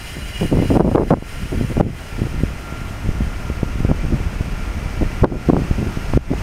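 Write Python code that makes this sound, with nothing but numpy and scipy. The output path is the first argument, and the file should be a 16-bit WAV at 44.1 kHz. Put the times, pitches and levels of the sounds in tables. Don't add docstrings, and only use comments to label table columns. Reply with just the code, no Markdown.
import sys
import numpy as np
from scipy import signal
from scipy.fft import rfft, irfft
from scipy.io import wavfile
from scipy.ndimage import uniform_filter1d

SR = 44100
rng = np.random.default_rng(int(sys.argv[2]) if len(sys.argv) > 2 else 0)


def persist_wave(psi):
    counts = np.round(np.clip(psi, -1, 1) * 32767).astype(np.int16)
    wavfile.write(sys.argv[1], SR, np.atleast_2d(counts).T)


N = 283122
TIME_S = np.arange(N) / SR
BINS_HZ = np.maximum(np.arange(N // 2 + 1) * SR / N, 1)


# freq_hz, density_db
HISS_SPECTRUM = [(700, -61), (1500, 5.5), (2600, 2.5), (3200, 2), (3650, -7.5), (4800, -15), (6200, -8),
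                 (7700, -10.5), (9700, -11), (10600, -12.5), (13400, -14), (15800, -19)]
# pitch_hz, width_hz, gain_db
VALVE_MODES = [(4040, 60, 0), (4700, 200, -.5), (5090, 55, 0), (5540, 60, -2.5), (6300, 120, -9),
               (7000, 90, -7), (8350, 90, -7), (9120, 110, -7), (9600, 270, -.5), (13400, 400, -9)]
# centre_s, width_s, boost_db
VALVE_SURGES = [(.39, 0.045, 3), (1.42, 0.14, 2)]
# pitch_hz, width_hz, gain_db
PIPE_MODES = [(2076, 8, -3), (2425, 30, -6), (2625, 20, -9), (2775, 25, -6), (2875, 36, 0), (3260, 24, -7)]
# centre_s, width_s, boost_db
PIPE_CATCHES = [(.37, 0.051, 9), (.65, 0.045, 6)]

def brakes(hiss_db_per_s=-2.5, ring_db_per_s=-4.5, whistle_db_per_s=-4.8, empty_s=2.9, empty_db_per_s=-5):
    emptying_db = empty_db_per_s * np.maximum(TIME_S - empty_s, 0)
    flow_db = swells_db(VALVE_SURGES) + emptying_db
    pipe_db = swells_db(PIPE_CATCHES) + emptying_db
    hiss = from_db(-42.1 + hiss_db_per_s * TIME_S + flow_db) * rush(HISS_SPECTRUM)
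    ring = from_db(-46.5 + ring_db_per_s * TIME_S + flow_db) * resonances(VALVE_MODES)
    jet = (hiss + ring) * flutter(rate_hz=20, depth_db=1.5)
    whistle = from_db(-47 + whistle_db_per_s * TIME_S + pipe_db) * resonances(PIPE_MODES)
    return jet + whistle * flutter(rate_hz=13, depth_db=0.5)


def reflections(x, echo_db=-9.5, count=8):
    lags = (rng.uniform(.002, .03, count) * SR).astype(int)
    return x + from_db(echo_db) * sum(np.roll(x, lag) for lag in lags)


# pitch_hz, gain_db
INVERTER_TONES = [(927, -11), (1258, -7), (1377, 0), (1408, -6.5), (1438, -7.5), (1530, -17), (2076, -12)]

def inverter(rise_db_per_s=.47, pull_db=4):
    level_db = -47.5 + rise_db_per_s * TIME_S + pull_db * swell(centre_s=3.06, width_s=.45)
    return from_db(level_db) * whine(INVERTER_TONES, waver_hz=3.3, waver_db=2.5)


# pitch_hz, gain_db
TRACTION_TONES = [(600, -4), (690, -3), (1856, -5), (2007, -4), (2035, -6), (2197, -7), (2322, 0),
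                  (2442, -5), (2760, -10)]

def traction_whine(bogie_db=5.5):
    level_db = -49 + bogie_db * swell(centre_s=4.96, width_s=.32)
    return from_db(level_db) * whine(TRACTION_TONES, waver_hz=6.1, waver_db=3.5)


# freq_hz, density_db
BLOWER_SPECTRUM = [(300, 3.5), (700, 4), (1150, -1), (1500, 0.5), (2700, -1), (3700, -11.5), (4700, -11),
                   (5180, -9), (5900, -11.5), (6600, -12), (7300, -17), (9000, -15), (10400, -22),
                   (12200, -20), (15800, -29.5)]

def blowers(rise_db_per_s=.9461):
    air = from_db(-40 + rise_db_per_s * TIME_S) * rush(BLOWER_SPECTRUM)
    return air * flutter(rate_hz=36, depth_db=.41)


# freq_hz, density_db
WHEEL_SPECTRUM = [(40, -24.5), (120, -1.5), (250, -2), (420, -10), (600, -18.5), (1200, -14.5), (4000, -89)]

def wheels(creep_db=-42, roll_db=-36.5, roll_s=2.67):
    return from_db(np.where(TIME_S > roll_s, roll_db, creep_db)) * rush(WHEEL_SPECTRUM)


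# centre_s, peak_db, eddy_hz
LONE_EDDIES = [(.589, -6, 194), (.704, -3.5, 384), (.773, 6, 433), (.808, 8, 483), (.958, 7.5, 485),
               (.982, 8.5, 510), (1.112, 2, 590), (1.128, 5, 380), (1.137, 10, 494), (1.173, -6.5, 301.4),
               (1.225, -8, 260), (1.811, 12.5, 450), (2.219, -3.5, 162), (2.436, -0.5, 179),
               (2.725, -13.5, 198), (3.091, -3.5, 148), (3.501, -7.5, 220), (3.632, -2, 221),
               (3.85, -2, 210), (3.915, 0, 396), (4.128, -6.5, 193), (4.203, -9, 200), (4.269, -11, 70),
               (4.41, -10.5, 142), (5.026, -10, 172), (5.226, 5, 111), (5.245, 12.5, 690),
               (5.502, 3.5, 436), (5.534, 4, 356), (5.567, 4.5, 414), (5.712, -1.5, 137),
               (5.973, -7.5, 175), (6.137, -5.5, 604), (6.175, 13.5, 308)]

def thumps(leak_ratio=.31):
    out = np.zeros(N)
    for centre_s, peak_db, eddy_hz in LONE_EDDIES:
        near = slice(int((centre_s - .06) * SR), int((centre_s + .06) * SR))
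        pressure = low_cut(eddy(TIME_S[near] - centre_s, eddy_hz), leak_ratio * eddy_hz)
        out[near] += from_db(peak_db) * pressure / np.abs(pressure).max()
    return out


# start_s, length_s, level_db, eddy_hz
WIND_GUSTS = [(0.162, 0.037, -30.5, 150), (.41, 0.05, -17.5, 217), (0.516, 0.087, -14.5, 219.8),
              (0.614, 0.047, -17.5, 230), (.705, 0.048, -13.5, 230), (.757, .027, -11.5, 305),
              (.797, .028, -5, 329.6), (0.84, 0.056, -8.5, 240), (0.912, 0.015, -16.5, 324),
              (0.947, .045, -7, 350), (0.995, 0.042, -8.5, 310), (1.105, 0.038, -3.5, 320),
              (1.413, 0.041, -27.5, 131), (1.518, .04, -21, 232), (1.568, .085, -18.5, 144.9),
              (1.7, 0.033, -22, 192), (1.768, .018, -17, 268), (1.798, .02, -11.5, 370),
              (1.822, 0.083, -15, 175.2), (2.181, 0.094, -24, 161.3), (2.321, .16, -26.5, 120.5),
              (3.041, 0.047, -25, 118), (3.203, .03, -20, 139), (3.792, 0.049, -22, 109),
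              (3.888, 0.038, -17.5, 210.5), (4.033, 0.027, -23.5, 166), (4.119, .04, -17, 157),
              (5.008, 0.024, -15, 181), (5.234, .027, -4, 332), (5.315, 0.053, -15, 225),
              (5.486, 0.029, -9, 257), (5.525, 0.086, -12, 185), (5.778, 0.12, -20.5, 172.9),
              (6.13, 0.046, -13, 107), (6.303, 0.04, -13, 187)]

def gusts(wake_s=.045, wake_db=-13.5, wake_pitch_ratio=.6):
    out = np.zeros(N)
    for start_s, length_s, level_db, eddy_hz in WIND_GUSTS:
        out += eddy_swarm(start_s, length_s, level_db, eddy_hz)
        out += eddy_swarm(start_s + length_s, wake_s, level_db + wake_db, eddy_hz * wake_pitch_ratio)
    return out


def eddy_swarm(start_s, length_s, level_db, eddy_hz, shed_ratio=1.4, puff_hz=26.2, leak_ratio=.54):
    count = int(np.clip(length_s * eddy_hz * shed_ratio, 3, 64))
    delay, size, force, spin = rng.standard_normal((64, 4))[:count].T[:, :, None]
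    progress = (np.arange(count)[:, None] + .5 + delay / 3) / count
    puff_db = 2.5 * np.sin(2 * np.pi * puff_hz * length_s * progress)
    force_db = 3.5 * force + puff_db - progress
    near = slice(max(int((start_s - .04) * SR), 0), int((start_s + length_s + .05) * SR))
    dips = eddy(TIME_S[near] - start_s - length_s * progress, eddy_hz * np.exp(.21 * size))
    pressure = np.sum(np.sign(spin) * from_db(force_db) * dips, axis=0)
    leak_hz = leak_ratio * eddy_hz
    pressure = low_cut(low_cut(pressure, leak_hz), leak_hz)
    out = np.zeros(N)
    out[near] = from_db(level_db) * pressure / np.sqrt(np.sum(pressure ** 2) / (length_s * SR))
    return out


# time_s, level_db
BREEZE_LEVELS = [(0, -32), (.9, -28), (1.35, -30.5), (2.05, -32.5), (2.7, -28), (3.8, -24.5), (4.7, -25.5),
                 (5.4, -27.5), (6.42, -24.5)]
# freq_hz, density_db
RUMBLE_SPECTRUM = [(15, -2), (28, 0.5), (55, 0), (100, -8.5), (170, -16), (300, -31.5), (700, -37),
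                   (2000, -71)]

def wind_rumble(typical_gust_db=-15, typical_eddy_hz=190, db_per_octave=6.5):
    time_s, breeze_db = np.transpose(BREEZE_LEVELS)
    power = from_db(np.interp(TIME_S, time_s, breeze_db)) ** 2
    for start_s, length_s, level_db, eddy_hz in WIND_GUSTS:
        size_db = db_per_octave * np.log2(typical_eddy_hz / eddy_hz)
        swell_db = -22.5 + .71 * (level_db - typical_gust_db) + size_db
        power += (from_db(swell_db) * swell(start_s + length_s / 2, length_s / 4 + .03)) ** 2
    return np.sqrt(power) * (from_db(.1) * rush(RUMBLE_SPECTRUM) + from_db(-3) * stray_eddies())


def stray_eddies(rate_per_s=45, force_db=3.5, eddy_hz=108, leak_hz=35):
    passes = (rng.random(N) < rate_per_s / SR) * rng.choice([-1, 1], N)
    force = from_db(force_db * np.minimum(rng.exponential(1, N), 3))
    dip_spectrum = np.exp(-BINS_HZ / eddy_hz)
    pressure = irfft(rfft(passes * force) * dip_spectrum, N)
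    return unit_rms(low_cut(pressure, leak_hz))


def eddy(time_s, eddy_hz):
    return -1 / (1 + (2 * np.pi * eddy_hz * time_s) ** 2)


def whine(tones, waver_hz, waver_db):
    out = np.zeros(N)
    for pitch_hz, gain_db in tones:
        gain = from_db(gain_db) * flutter(waver_hz, waver_db)
        out += gain * np.sin(2 * np.pi * pitch_hz * TIME_S + rng.uniform(0, 2 * np.pi))
    return unit_rms(out)


def resonances(modes):
    power = sum(from_db(gain_db) ** 2 / width_hz / (1 + ((BINS_HZ - pitch_hz) / width_hz) ** 2) ** 2
                for pitch_hz, width_hz, gain_db in modes)
    return shaped_noise(np.sqrt(power))


def rush(spectrum):
    freq_hz, density_db = np.transpose(spectrum)
    gain = from_db(np.interp(np.log(BINS_HZ), np.log(freq_hz), density_db))
    return shaped_noise(gain * (BINS_HZ > 12))


def flutter(rate_hz, depth_db):
    return from_db(depth_db * shaped_noise(1 / (1 + (BINS_HZ / rate_hz) ** 2)))


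def shaped_noise(gain):
    return unit_rms(irfft(rfft(rng.standard_normal(N)) * gain, N))


def swell(centre_s, width_s):
    return np.exp(-.5 * ((TIME_S - centre_s) / width_s) ** 2)


def swells_db(rows):
    return sum(boost_db * swell(centre_s, width_s) for centre_s, width_s, boost_db in rows)


def low_cut(x, cutoff_hz):
    return signal.lfilter(*signal.butter(1, cutoff_hz, "high", fs=SR), x)


def unit_rms(x):
    return x / np.sqrt(np.mean(x ** 2) + 1e-20)


def from_db(db):
    return 10 ** (np.asarray(db) / 20)


def scene():
    train = reflections(brakes()) + blowers() + inverter() + traction_whine() + wheels()
    wind = wind_rumble() + from_db(.22) * gusts() + thumps()
    return (train + wind)[None]


def limiter(x, threshold_db=-1, release_db_per_s=61):
    over_db = np.maximum(20 * np.log10(np.abs(x) + 1e-9) - threshold_db, 0)
    release_db = release_db_per_s * TIME_S
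    cut_db = np.maximum.accumulate(over_db + release_db, axis=-1) - release_db
    return x * from_db(-uniform_filter1d(cut_db, size=40, axis=-1))


def record(dry, cutoff_hz=15750):
    clipped = np.clip(limiter(dry), -1, 1)
    return irfft(rfft(clipped) / (1 + (BINS_HZ / cutoff_hz) ** 300), N)


dry = scene()
out = record(dry)
persist_wave(out)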